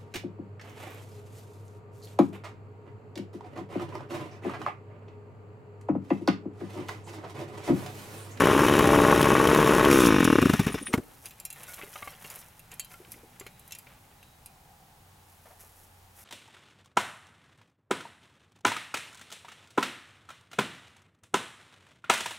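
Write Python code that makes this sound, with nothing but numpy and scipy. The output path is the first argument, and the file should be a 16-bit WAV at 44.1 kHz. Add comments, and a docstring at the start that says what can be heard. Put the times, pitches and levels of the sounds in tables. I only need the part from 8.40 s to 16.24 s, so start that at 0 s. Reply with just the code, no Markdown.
"""On a lawn, a small petrol tiller runs fast and unevenly, its firings barking through the silencer.
Switched off, it chugs to a stop on its last compressions, with a dry squeak and a last kick.
It is dragged back through crumbling soil, loose steel parts click and the tine guard knocks;
then someone steps away, shoes brushing the grass. Far engines and tyres murmur behind."""
import sys
import numpy as np
from scipy import signal
from scipy.fft import rfft, irfft
from scipy.io import wavfile
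from scipy.ndimage import uniform_filter1d

SR = 44100
rng = np.random.default_rng(int(sys.argv[2]) if len(sys.argv) > 2 else 0)


def inscribe(sig):
    """Save sig as 16-bit PCM at rate SR to the path in sys.argv[1].

    A 1-D sig is mono; a 2-D sig holds one channel per row.
    Samples are clipped to [-1, 1] before scaling.
    """
    pcm = np.round(np.clip(np.atleast_2d(sig).T, -1, 1) * 32767)
    wavfile.write(sys.argv[1], SR, pcm.astype(np.int16))


N = 345788
TIME = np.arange(N) / SR


# time_s, strokes_per_s
CRANK_SPEED = [(0, 69.5), (.12, 69.8), (.3, 72), (.45, 72.5), (.7, 72.4), (.95, 73.3), (1.2, 75),
               (1.38, 74), (1.5, 70.5), (1.6, 64.5), (1.7, 55), (1.77, 48.5), (1.85, 41.5), (1.92, 38),
               (1.986, 32)]

def crank():
    """Stroke rate and running stroke count, which reaches zero at the last quick stroke."""
    speed, = in_time(CRANK_SPEED)
    count = np.cumsum(speed) / SR
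    return speed, count - np.interp(CRANK_SPEED[-1][0], TIME, count)


# time_s, level_db, firing_strength_0_1
COMBUSTION = [(0, -2, 0.91), (.3, -3.5, 0.72), (.55, -3, 0.91), (.9, -4, 0.96), (1.42, -3, 0.83),
              (1.52, -1.5, 0.1), (1.75, -3, 0.09), (2.0, 1.5, 0.03)]

def strokes(jitter_s=.00012, stumble_s=.0015, miss_share=.3, slip_share=.55):
    """Lightly loaded, the engine fires in short runs, misses, and often slips half a stroke."""
    speed, count = crank()
    countdown = np.arange(int(-count[0]))
    build_up, stumble, jitter = rng.standard_normal((len(countdown), 3)).T
    # spent gas builds up until a stroke fails to light
    spent_gas = np.cumsum(np.clip(miss_share * (1 + .35 * build_up), .05, .6))
    missed = np.diff(np.floor(spent_gas), prepend=0) > 0
    lit = in_time(COMBUSTION, np.interp(-countdown, count, TIME))[1] > .5
    slips = missed & lit & (rng.random(len(countdown)) < slip_share)
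    position = -countdown - .5 * np.cumsum(slips) + .25 * slips
    keep = position > count[0]
    times = np.interp(position, count, TIME)
    firing = in_time(COMBUSTION, times)[1]
    times += firing * (jitter_s * jitter + stumble_s * missed * stumble)
    return times[keep], np.interp(times, TIME, speed)[keep], (firing * ~missed)[keep]


# pitch_hz, width_hz, gain_db
SILENCER_RESONANCES = [(80, 57, -18), (172, 63, 4.5), (301, 112, 1), (376, 160, -7), (467, 28, 5),
                       (540, 120, 3.5), (930, 250, 4.5), (1087, 121, 4.5), (1493, 62, -23)]

def exhaust(times, speed, fired, round_trip_s=.004562, jitter_s=.00025):
    """Firings crack, spit hot gas and bounce once through the silencer; misses mostly pump air."""
    level_db, power = in_time(COMBUSTION, times)
    size_dev, trip_dev, bark_dev, bounce_dev, length_dev = rng.standard_normal((len(times), 5)).T
    size = from_db(level_db + .8 * size_dev)
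    bounce_s = times + round_trip_s + jitter_s * power * trip_dev
    bark = size * (fired * from_db(.5 + 1.1 * bark_dev) + (1 - fired) * from_db(-7))
    bounce = from_db(np.minimum(-8 + 2 * bounce_dev, -4))
    blows = impulses(times, bark) + impulses(bounce_s, bark * bounce)
    turbulence = decays(times, to_db(bark * (.5 + .5 * fired)) - 29, t60_s=.05) * rng.standard_normal(N)
    ringing = from_db(17.5) * resonate(blows + turbulence, SILENCER_RESONANCES)
    crack = from_db(15) * port_crack(times - .0002, size * (1 - power + .68 * fired))
    muffled = signal.sosfilt(signal.butter(3, 1900, fs=SR, output="sos"), ringing + crack)

    puff_s = .002915 * (65 / speed) ** .27 * (1 - .038 * power) * (1 + .059 * length_dev)
    pumped = size * (from_db(-10) * (1 - fired) + from_db(-24) * fired)
    air = puffs(times + .00036, pumped, puff_s, width=.59, skew_rad=.2)
    air += puffs(times + 1.23 * puff_s, from_db(-4.5 + 3 * power) * pumped, puff_s, width=1)
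    air += puffs(times + 2.032 * puff_s, from_db(-7 + 3 * power) * pumped, puff_s, width=.35)
    air += puffs(bounce_s + .00031, from_db(-18) * size * fired, puff_s, width=.27)
    spit = decays(times, to_db(size * fired) - 30.5, t60_s=.015)
    return muffled + air + spit * (noise(1700, 2400) + from_db(-2) * noise(5400, 13000))


def port_crack(times, sizes, gap_s=.00074):
    """The exhaust port opens with a double crack, whose spacing hollows the middle tones."""
    cracks = impulses(times, sizes) + impulses(times + gap_s, .7 * sizes)
    return band(cracks, 670, 1690)


def puffs(times, sizes, periods_s, width, skew_rad=0):
    """Air pumped through a port: suck, push, suck."""
    out, t = np.zeros(N), np.arange(-SR // 50, SR // 50) / SR
    for s, size, period_s in zip(times, sizes, periods_s):
        if s + t[0] > 0:
            window = np.exp(-(t / period_s / width) ** 2)
            add(out, s + t[0], size * window * np.cos(2 * np.pi * t / period_s + skew_rad))
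    return out


# stroke_harmonic, level_db, honk_gain_db
DRONE_HARMONICS = [(1, -57, 11), (2, -48.5, 9), (4, -31, 2), (5, -30.5, -7), (6, -30, 3.5),
                   (8, -43.5, 13.5), (9, -42.5, 12.5), (11, -36.5, 8), (12, -43, 2), (15, -33, 1.5),
                   (20, -35.5, 0)]

def drone():
    """The even part of the firing: wavering harmonics, most of which swell as the intake honks."""
    count = crank()[1]
    level_db, firing = in_time(COMBUSTION)
    honk = swell(start_s=.42, length_s=.27, db=0, attack_s=.02, release_s=.094)
    tones = 0
    for harmonic, db, honk_db in DRONE_HARMONICS:
        gain = from_db(db + honk * honk_db + 1.8 * drift(11))
        tones += gain * np.cos(2 * np.pi * harmonic * count + .42 * drift(7))
    ignition = np.interp(TIME, [1.42, 1.6], [1, 0])
    return np.sqrt(2) * from_db(level_db) * firing ** .99 * ignition * tones


# stroke_harmonic, level_db
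WHIR_HARMONICS = [(4, -36), (5, -32.5), (6, -38.5), (7, -35.5), (16, -42), (18, -37), (20, -38.5),
                  (23, -38.5)]

def whir():
    """With the spark cut, the crank coasts and its harmonics glide down."""
    count = crank()[1]
    tones = sum(from_db(db + 1.5 * drift(11)) * np.cos(2 * np.pi * harmonic * count)
                for harmonic, db in WHIR_HARMONICS)
    return np.sqrt(2) * swell(start_s=1.463, length_s=.2, db=0, attack_s=.029, release_s=.095) * tones


# start_s, level_db, period_s, hiss_db
LAST_COMPRESSIONS = [(2.019, -15, 0.0043, -27), (2.027, -7.5, 0.005, -37), (2.058, -7, 0.0052, -29),
                     (2.099, -9.5, 0.0052, -25.5), (2.138, -10, 0.0061, -25), (2.198, -9, 0.0071, -25.5),
                     (2.269, -11.5, 0.00585, -28.5), (2.346, -14.5, 0.005, -34), (2.542, -11, 0.004, -26),
                     (2.58, -19, 0.0091, -39)]
# start_s, length_s, level_db
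PISTON_SIGHS = [(2.29, 0.017, -33.5), (2.41, 0.022, -41), (2.478, 0.043, -42.5)]

def run_down():
    """The piston labours, rocks and kicks back; air sighs and rings hollow in the silencer."""
    s, db, period_s, hiss_db = np.transpose(LAST_COMPRESSIONS)
    air = puffs(s, from_db(db), period_s, width=.49, skew_rad=.42)
    air += puffs(s + 2.183 * period_s, from_db(db - 6), period_s, width=.16, skew_rad=.79)
    air += from_db(17.5) * port_crack(s, from_db(db) * (s < 2.15))
    sighs = swells(PISTON_SIGHS, attack_s=.0051, release_s=.0037)
    ring = uniform_filter1d(decays(s, .5 * db - 14.5, t60_s=.061), SR // 200)
    hollow = (ring + sighs) * noise(206, 394)
    leak = uniform_filter1d(decays(s - .004, hiss_db, t60_s=.065), SR // 250)
    leak *= noise(710, 1770) + from_db(-6) * noise(2880, 14000)
    return band(air, 110, 4000, order=1) + hollow + leak


# pitch_hz, level_db, t60_s
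CASING_MODES = [(1138, 9.5, 0.019), (1245, 13, 0.027), (1510, 9, 0.03), (1704, 5.5, 0.06),
                (1852, 8.5, 0.05), (1905, 6.5, 0.042), (2290, 13, 0.0165), (2534, 3, 0.069),
                (2684, -11, 0.036), (2930, 2, 0.0076), (3000, -4.5, 0.015), (3530, -3.5, 0.068),
                (3760, -3.5, 0.082), (5400, 0, 0.027)]
# start_s, level_db
DRIVE_JOLTS = [(2.279, -35), (2.342, -44), (2.381, -40.5), (2.469, -34.5), (2.529, -32)]

def casing_clatter(beats, speed, surge, knee_per_s=30):
    """Piston, clutch and gears rattle the casing; slack in the slowing drive jolts it."""
    contacts = np.r_[beats, rng.uniform(0, 2.62, size=700)]
    rattle = strike(contacts, 4 * rng.standard_normal(len(contacts)), CASING_MODES, spread_db=3.5)
    rattle = band(rattle, 950, 12000)
    rattle /= np.sqrt(np.abs(uniform_filter1d(rattle ** 2, SR // 14)) + 1e-6)
    rasp = from_db(-4) * surge * noise(2070, 3150)
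    running = from_db(-32) * (1 - np.exp(-(speed / knee_per_s) ** 2.07))
    jolt_s, jolt_db = np.transpose(DRIVE_JOLTS)
    jolts = uniform_filter1d(decays(jolt_s, jolt_db, t60_s=.083), SR // 150)
    return (running + jolts) * (rattle + rasp)


# freq_hz, density_db
FAN_SPECTRUM = [(3600, 5.5), (4100, -3), (4700, -2.5), (5500, 3.5), (6300, 4), (7200, 1.5), (8400, -3.5),
                (9500, 2), (10600, 4.5), (13000, -3.5), (16000, -9.5)]
# start_s, length_s, level_db
MIXTURE_RUSHES = [(1.5, 0.18, -32), (1.842, 0.0036, -25.5), (2.53, 0.0041, -36)]

def fan_and_ports(speed, surge, db_per_octave=5):
    """Fan and ports hiss less as the speed falls; unburnt mixture rushes through."""
    flow = from_db(-37 + db_per_octave * np.log2(speed / speed.max() + 1e-12))
    rushes = swells(MIXTURE_RUSHES, attack_s=.0022, release_s=.0091)
    hiss = colour(rng.standard_normal(N), FAN_SPECTRUM) * surge * from_db(2 * drift(250))
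    return np.hypot(flow, rushes) * hiss


# pitch_hz, level_db, t60_s
FIN_MODES = [(2480, -1.5, 0.073), (2760, 1, 0.081), (3470, -8, 0.12), (3640, -6.5, 0.11),
             (5080, -11.5, 0.11), (5920, -12.5, 0.2), (5550, -4, 0.095)]

def cooling_fins(beats):
    """The fins ring on after each compression of the coasting engine."""
    return strike(beats[(beats > 1.5) & (beats < 2.418)], -36.5, FIN_MODES, spread_db=2.5)


def mechanism(times, standstill_s=2.586):
    """Metal clatter and air hiss, both fluttering with the strokes."""
    speed, = in_time(CRANK_SPEED + [(standstill_s, 0)])
    beats = np.r_[times, np.array(LAST_COMPRESSIONS)[:, 0]]
    surge = 1 + decays(beats, .8 * rng.standard_normal(len(beats)), t60_s=.0075)
    surge /= np.sqrt(uniform_filter1d(surge ** 2, SR // 8))
    return casing_clatter(beats, speed, surge) + cooling_fins(beats), fan_and_ports(speed, surge)


# start_s, level_db, treble_db, pitch_hz
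ENGINE_TICKS = [(0.049, -19.5, -50.5, 2990), (.111, -23.5, -45, 3060), (.231, -36, -49, 3040),
                (0.246, -29.5, -39, 2970), (0.2844, -20, -31.5, 3020), (.3373, -19.5, -32, 3020),
                (0.3905, -19, -24.5, 2940), (0.55, -20.5, -38, 3060), (.7504, -27, -30.5, 2680),
                (0.814, -21.5, -25, 2960), (0.8287, -18.5, -27, 3150), (1.073, -19, -27.5, 3180),
                (1.147, -25, -25, 3660), (1.4498, -15.5, -26.5, 3110), (1.513, -12.5, -22, 2410),
                (1.662, -19.5, -27, 5500)]

def engine_ticks():
    """A loose metal part snaps against the running engine."""
    s, db, treble_db, hz = np.transpose(ENGINE_TICKS)
    ring = pings(s, db - 3, hz, t60_s=.022, partials_db=-19, spread_octaves=.28)
    return ring + decays(s, treble_db, t60_s=.02) * noise(3500, 14000)


# start_s, length_s, level_db, peak_fraction
DRIVE_SQUEAKS = [(2.313, 0.025, -35, .65), (2.418, 0.026, -34, .45), (2.453, 0.069, -32, 0.24)]

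def drive_squeaks(top_hz=9430, sag_hz_per_s=23000, fade_db=21):
    """Dry rubbing in the slowing drive; pitch and level arch as the pressure comes and goes."""
    out, waver_hz = np.zeros(N), 70 * drift(450)
    for s, length_s, db, peak in DRIVE_SQUEAKS:
        along = (TIME - s) / length_s
        slack = ((np.clip(along, 0, 1) - peak) / max(peak, 1 - peak)) ** 2
        gate = np.clip(8 * np.minimum(along, 1 - along), 0, 1)
        hz = top_hz - sag_hz_per_s * length_s * slack + waver_hz
        out += gate * from_db(db - fade_db * np.sqrt(slack)) * np.sin(phase(hz))
    return out


# start_s, level_db, brightness_db, pitch_hz
STEEL_CLICKS = [(2.8572, -34.5, -5, 10100), (2.908, -44.5, -7, 14300), (3.0, -40.5, 0, 7470),
                (3.052, -33.5, 2, 9900), (3.103, -37, -2, 10700), (3.127, -39.5, 1, 11300),
                (3.233, -39.5, -1, 10600), (3.336, -42, -5, 4100), (3.901, -41.5, 1, 7050),
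                (3.958, -43, 2, 11400), (4.1935, -46.5, -2, 13100), (4.316, -41, -8.5, 6800),
                (4.339, -49, 5, 9000), (4.396, -28.5, -1.5, 6780), (4.4466, -44.5, -2, 14000),
                (4.719, -41, 1.5, 9800), (4.998, -39.5, -1, 7500), (5.066, -41, -6, 2300),
                (5.1948, -51.5, 2, 13900), (5.2774, -53.5, 7, 13700), (5.309, -46, -7, 5960),
                (5.3216, -34.5, -5, 6270), (5.35, -40.5, -3, 9450), (5.387, -45, 2.5, 14100),
                (5.829, -50, -5, 2760), (6.06, -43, 0, 8600)]
# pitch_hz, level_db, t60_s
FRAME_MODES = [(2440, -7, .2), (2710, -2, 0.12), (3130, -16, 0.31), (4030, -7, 0.15), (4810, -4, 0.073),
               (5060, -13, 0.084), (6230, -5, 0.078), (6740, 0, .05), (6880, -9, 0.065), (7400, 1, 0.072),
               (9350, -6, 0.049), (10900, -14, .05), (11700, -6, .05), (14200, -16.5, .06)]

def steel_clicks(buzz_t60_s=.038):
    """Handle, levers and tines snap together: a short contact buzz, then the frame rings."""
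    s, db, bright_db, hz = np.transpose(STEEL_CLICKS)
    buzz = decays(s, db - 16, buzz_t60_s) * noise(5000, 7400)
    buzz += decays(s, db - 17 - bright_db, 2.5 * buzz_t60_s) * noise(2000, 3700)
    buzz += decays(s, db + 1 + bright_db, buzz_t60_s) * noise(9400, 13200)
    frame = strike(s, db - 15.5, FRAME_MODES, spread_db=4.5)
    return buzz + frame + pings(s, db - 2.5, hz, t60_s=.035, partials_db=-10.5, spread_octaves=.96)


# start_s, level_db, thud_db, pitch_hz, t60_s
GUARD_KNOCKS = [(2.538, -15, -49, 950, 0.035), (3.161, -43.5, -72, 1840, 0.17),
                (3.283, -39, -72, 1452, 0.3), (3.295, -38.5, -68, 2200, 0.11),
                (3.392, -38, -58, 1135, 0.11), (3.414, -33, -71, 2040, .03),
                (3.424, -35.5, -73, 2590, 0.044), (3.434, -37, -39, 2870, .03),
                (3.475, -44, -48, 2010, .05), (3.557, -28.5, -70, 1235, 0.06), (3.624, -29, -75, 1157, 0.1),
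                (3.675, -29, -60, 1160, 0.049), (3.847, -33.5, -51, 2790, 0.071),
                (4.539, -39, -55, 1370, 0.11), (4.649, -41, -61, 3000, 0.024),
                (4.74, -42, -52, 2010, 0.046), (5.011, -36, -40, 2020, .035),
                (5.065, -35.5, -48, 2350, 0.041), (5.469, -41, -65, 2380, 0.042)]
# pitch_hz, level_db, t60_s
GUARD_MODES = [(588, -13, 0.24), (776, -10.5, 0.12), (876, -12.5, 0.098), (1153, -19.5, 0.21),
               (1420, -9, 0.092), (1610, -5, 0.027), (2170, 2.5, 0.031), (2314, 4, 0.011),
               (2580, -1, 0.019), (3070, -10, 0.055), (3700, -10, 0.023)]

def guard_knocks(chatter_s=.00512):
    """The last kick, wheels and clods bump the tine guard, which chatters over a thud of earth."""
    s, db, thud_db, hz, t60_s = np.transpose(GUARD_KNOCKS)
    crunch = decays(s, db - 16, t60_s=.04) * noise(900, 3000)
    thud_hz = rng.uniform(293, 464, len(s))
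    thud = pings(s, thud_db, thud_hz, t60_s=.069, partials_db=-20, spread_octaves=.5)
    contacts = s[:, None] + chatter_s * rng.random((len(s), 3))
    body = strike(contacts.ravel(), np.repeat(db - 18, 3), GUARD_MODES, spread_db=3)
    ring = pings(s, db - 7, hz, t60_s, partials_db=-18, spread_octaves=.9)
    return body + ring + crunch + thud


# start_s, length_s, soil_db, grass_db
TILLER_DRAGS = [(2.583, 0.24, -57, -56), (2.82, 0.046, -50.5, -49.5), (3.135, 0.58, -45, -48.5),
                (3.263, 0.072, -55, -42), (3.797, 0.19, -44.5, -45.5), (4.294, 0.023, -50, -60),
                (4.492, 0.025, -54, -47.5), (4.69, 0.028, -50.5, -48), (5.454, 0.027, -54, -73)]
# start_s, length_s, level_db
SHOE_SWINGS = [(6.86, 0.29, -59), (7.17, 0.048, -49), (7.34, 0.053, -53), (7.74, 0.066, -49)]
# freq_hz, density_db
SOIL_SPECTRUM = [(500, 5.5), (1100, 5), (2300, 4), (4000, -4), (6000, -24)]
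GRASS_SPECTRUM = [(3500, -26), (5500, -2), (8000, -2.5), (11000, 3), (14000, -0.5), (16000, -7.5)]

def soil_and_grass(attack_s=.027, release_s=.075, ticks_per_s=18):
    """Tines and wheels crumble soil and shake the frame; earth trickles; shoes brush the grass."""
    drags = np.array(TILLER_DRAGS)
    digging = swells(drags[:, [0, 1, 2]], attack_s, release_s)
    brushing = swells(drags[:, [0, 1, 3]], attack_s, release_s)
    trickle = swell(start_s=2.6, length_s=2.9, db=0, attack_s=attack_s, release_s=.45)
    shoes = swells(SHOE_SWINGS, attack_s=.034, release_s=.08)
    soil = np.hypot(digging, from_db(-55.5) * trickle) + from_db(-6) * shoes
    grass = np.hypot(brushing, from_db(-63) * trickle) + shoes
    soil *= from_db(-10 + 2.6 * drift(60)) * colour(grains(per_s=1200, spread_db=2.1), SOIL_SPECTRUM)
    grass *= from_db(-6 + 1.75 * drift(70)) * colour(grains(per_s=900, spread_db=2.7), GRASS_SPECTRUM)
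    tick_s = TIME[rng.random(N) < ticks_per_s / SR]
    tick_hz = rng.uniform(1790, 7000, len(tick_s))
    ticks = pings(tick_s, -4.5, tick_hz, t60_s=.016, partials_db=-7, spread_octaves=1)
    return soil + grass + digging * ticks


# start_s, level_db
CLOD_DROPS = [(4.598, -51), (4.675, -59), (4.76, -56), (4.83, -53)]

def clods():
    """Lumps of earth drop off the tines with a soft thud."""
    s, db = np.transpose(CLOD_DROPS)
    return decays(s, db, t60_s=.18) * noise(310, 500)


# start_s, level_db
SHOE_LANDINGS = [(7.057, -51.5), (7.106, -54), (7.236, -60)]

def footfalls(sole_hz=714, width_hz=220):
    """Heel and sole land on turf with a dull pat and a little crunch."""
    s, db = np.transpose(SHOE_LANDINGS)
    pat = from_db(-1) * rms_one(resonate(rng.standard_normal(N), [(sole_hz, width_hz, 0)]))
    crunch = from_db(-5.5) * noise(380, 1500)
    return decays(s, db, t60_s=.18) * (pat + crunch)


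# start_s, length_s, level_db, release_s, low_hz, high_hz
FAR_VEHICLES = [(1.59, 4.9, -63.5, 0.83, 68, 165), (1.894, 11, -68, 0.88, 715, 905),
                (5.94, 0.45, -64, 0.27, 724, 850)]

def traffic(rise_s=.23, idle_start_s=6.55, idle_hz=91):
    """Far engines drone and tyres sigh; near the end one engine hums at idle."""
    vehicles = sum(swell(s, length_s, db, rise_s, release_s) * noise(low_hz, high_hz)
                   for s, length_s, db, release_s, low_hz, high_hz in FAR_VEHICLES)
    hum = np.sqrt(2) * np.sin(phase(idle_hz + 1.56 * drift(9.9))) * from_db(-64.5 + 2.4 * drift(3.4))
    return vehicles + np.clip((TIME - idle_start_s) / rise_s, 0, 1) * hum


# time_s, turns_per_s, level_db
MOTOR_RUN = [(2.5, 61, -75), (3.1, 48, -68), (3.9, 52, -65), (4.7, 60, -64), (5.5, 62.3, -68.5),
             (5.9, 61, -75), (6.4, 57, -95)]
# harmonic, level_db
MOTOR_HARMONICS = [(2, -2.5), (3, -3), (4, -7)]

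def far_motor():
    """A far motor sags, slowly gathers speed and fades."""
    turns_per_s, level_db = in_time(MOTOR_RUN)
    angle = phase(turns_per_s + .3 * drift(15))
    return np.sqrt(2) * sum(from_db(level_db + db + 2.5 * drift(6)) * np.sin(harmonic * angle)
                            for harmonic, db in MOTOR_HARMONICS)


# start_s, length_s, level_db
FAR_WHISTLES = [(5.08, .2, -74), (5.77, 0.19, -72)]

def far_whistle(pitch_hz=3860):
    """A thin, wavering whistle comes twice."""
    tone = np.sqrt(2) * np.sin(phase(pitch_hz + 35 * drift(120)))
    return swells(FAR_WHISTLES, attack_s=.05, release_s=.04) * tone


# freq_hz, density_db
CENTRE_AIR = [(12, -10), (20, 4.5), (107, .5), (285, -9.5), (513, -9.5), (678, -11), (738, -7.5),
              (1030, -10), (1960, -15), (4670, -19), (12100, -18.5), (14700, -21), (16000, -18.5)]
SIDE_AIR = [(260, -6), (800, -1), (2000, -5), (5000, -13.5), (9000, -23), (16000, -25.5)]

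def open_air():
    """Outdoor hush: a central part and a fainter one that differs between the ears."""
    centre = from_db(-59) * colour(rng.standard_normal(N), CENTRE_AIR)
    side = from_db(-66) * colour(rng.standard_normal(N), SIDE_AIR)
    return centre, side * [[1], [-1]]


def echoes(x, t60_s=.92, delay_s=.02):
    """Trees and ground scatter back a faint dull tail, different in each ear."""
    age = np.arange(SR) / SR
    tails = band(rng.standard_normal((2, SR)), 300, 1600) * from_db(-60 * age / t60_s) * (age > delay_s)
    tails /= np.linalg.norm(tails, axis=1, keepdims=True)
    return from_db(-33) * signal.fftconvolve(x[None], tails, axes=1)[:, :N]


def treble_spread(x, side_db):
    """A faint treble spread, different in each ear, widens the chugs, squeaks and clicks."""
    smear = rng.standard_normal(SR // 250)
    treble = signal.fftconvolve(band(x, 2500, 16000), smear / np.linalg.norm(smear))[:N]
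    return from_db(side_db) * treble * [[1], [-1]]


def place_left(x, side_db):
    """Stereo, with the middle frequencies louder on the left."""
    side = from_db(side_db) * band(band(x, 221, 3600)[::-1], 200, 3000)[::-1]
    return np.array([x + side, x - side])


def from_db(db):
    """Decibels to gain."""
    return 10 ** (np.asarray(db) / 20)


def to_db(gain):
    """Gain to decibels."""
    return 20 * np.log10(np.abs(gain) + 1e-6)


def rms_one(x):
    """Scale to rms 1."""
    return x / np.sqrt(np.mean(x ** 2) + 1e-20)


def phase(hz):
    """Running phase in radians."""
    return 2 * np.pi * np.cumsum(hz) / SR


def in_time(rows, at=TIME):
    """Interpolate each column against the first."""
    s, *columns = np.transpose(rows)
    return [np.interp(at, s, column) for column in columns]


def band(x, low_hz, high_hz, order=2):
    """Butterworth band-pass."""
    sos = signal.butter(order, [low_hz, high_hz], "band", fs=SR, output="sos")
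    return signal.sosfilt(sos, x + 1e-18)


def noise(low_hz, high_hz):
    """Band noise, rms 1."""
    return rms_one(band(rng.standard_normal(N), low_hz, high_hz))


def drift(rate_hz):
    """Random wander, rms 1."""
    return rms_one(np.interp(TIME * rate_hz, np.arange(4000), rng.standard_normal(4000)))


def grains(per_s, spread_db):
    """Tiny snaps of uneven size over a fine hiss."""
    sizes = from_db(spread_db * np.minimum(rng.exponential(1, N), 4.5)) * rng.choice([-1, 1], N)
    return rms_one(sizes * (rng.random(N) < per_s / SR)) + .45 * rng.standard_normal(N)


def colour(x, spectrum):
    """Apply a spectrum, rolled off below its first point; rms 1."""
    hz, db = np.transpose(spectrum)
    bins_hz = np.arange(N // 2 + 1) * SR / N + 1
    gain = from_db(np.interp(np.log(bins_hz), np.log(hz), db)) * np.minimum(bins_hz / hz[0], 1) ** 2
    return rms_one(irfft(rfft(x) * gain, N))


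def resonate(x, resonances):
    """Parallel two-pole resonances."""
    out = 0
    for hz, width_hz, db in resonances:
        radius = np.exp(-np.pi * width_hz / SR)
        poles = [1, -2 * radius * np.cos(2 * np.pi * hz / SR), radius ** 2]
        out += from_db(db) * (1 - radius ** 2) / 2 * signal.lfilter([1, 0, -1], poles, x + 1e-18)
    return out


def impulses(times, sizes):
    """One sample per contact."""
    out = np.zeros(N)
    np.add.at(out, np.clip(np.round(times * SR).astype(int), 0, N - 1), sizes)
    return out


def add(out, start_s, sound):
    """Mix in a short sound."""
    i = int(np.clip(start_s * SR, 0, N - len(sound)))
    out[i:i + len(sound)] += sound


def decays(times, db, t60_s):
    """An envelope that jumps at each contact and dies away."""
    out, age = np.zeros(N), np.arange(SR // 4) / SR
    for s, level_db in np.broadcast(times, db):
        add(out, s, from_db(level_db - 60 * age / t60_s))
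    return out


def strike(times, db, modes, spread_db):
    """Each blow rings every mode with a random strength."""
    out = 0
    for hz, mode_db, t60_s in modes:
        radius, angle = from_db(-60 / (t60_s * SR)), 2 * np.pi * hz / SR
        poles = [1, -2 * radius * np.cos(angle), radius ** 2]
        blows = impulses(times, from_db(db + mode_db + spread_db * rng.standard_normal(len(times))))
        out += signal.lfilter([0, np.sin(angle)], poles, blows + 1e-18)
    return out


def pings(times, db, pitches_hz, t60_s, partials_db, spread_octaves, partial_t60_s=.057):
    """A struck part rings at its own pitch among six weaker, random partials."""
    out, age = np.zeros(N), np.arange(SR // 4) / SR
    for s, level_db, hz, ring_s in np.broadcast(times, db, pitches_hz, t60_s):
        octaves, strength, life = rng.uniform(-1, 1, (3, 6, 1))
        partial_hz = np.minimum(hz * 2 ** (spread_octaves * octaves), .45 * SR)
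        envelopes = from_db(partials_db + 2.6 * strength - 60 * age / (partial_t60_s * 2 ** life))
        partials = envelopes * np.sin(2 * np.pi * partial_hz * age)
        main = from_db(-60 * age / ring_s) * np.sin(2 * np.pi * hz * age)
        add(out, s, from_db(level_db) * (main + partials.sum(axis=0)))
    return out


def swell(start_s, length_s, db, attack_s, release_s):
    """Rise, hold and release envelope."""
    age = TIME - start_s
    return from_db(db) * np.clip(age / attack_s, 0, 1) * np.exp(-np.maximum(age - length_s, 0) / release_s)


def swells(rows, attack_s, release_s):
    """Swells summed by power."""
    return np.sqrt(sum(swell(*row, attack_s, release_s) ** 2 for row in rows))


def scene():
    """The engine stands a little to the left; the rest is near the middle."""
    times, speed, fired = strokes()
    clatter, hiss = mechanism(times)
    rumble = from_db(-31) * noise(48, 202) * np.interp(TIME, [1.8, 2.5], [1, 0])
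    chugs, squeaks = run_down(), drive_squeaks()
    engine = exhaust(times, speed, fired) + drone() + whir() + chugs + clatter + engine_ticks()
    engine = place_left(engine, side_db=-15.5)
    handling = steel_clicks() + guard_knocks() + soil_and_grass() + clods() + footfalls()
    air, diffuse_air = open_air()
    background = traffic() + far_motor() + far_whistle() + air
    middle = place_left(hiss + rumble + squeaks + handling + background, side_db=-34)
    spread = treble_spread(chugs + squeaks, side_db=-24) + treble_spread(handling, side_db=-28.5)
    return engine + middle + spread + echoes(engine.mean(axis=0)) + diffuse_air


def record(dry, low_cut_hz=18, high_cut_hz=16000):
    """The microphone thins the deepest bass; peaks are rounded and the top is cut steeply."""
    thinned = signal.sosfilt(signal.butter(1, low_cut_hz, "high", fs=SR, output="sos"), dry)
    return signal.sosfilt(signal.ellip(12, .2, 100, high_cut_hz, fs=SR, output="sos"), np.tanh(thinned))


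dry = scene()
out = record(dry)
inscribe(out)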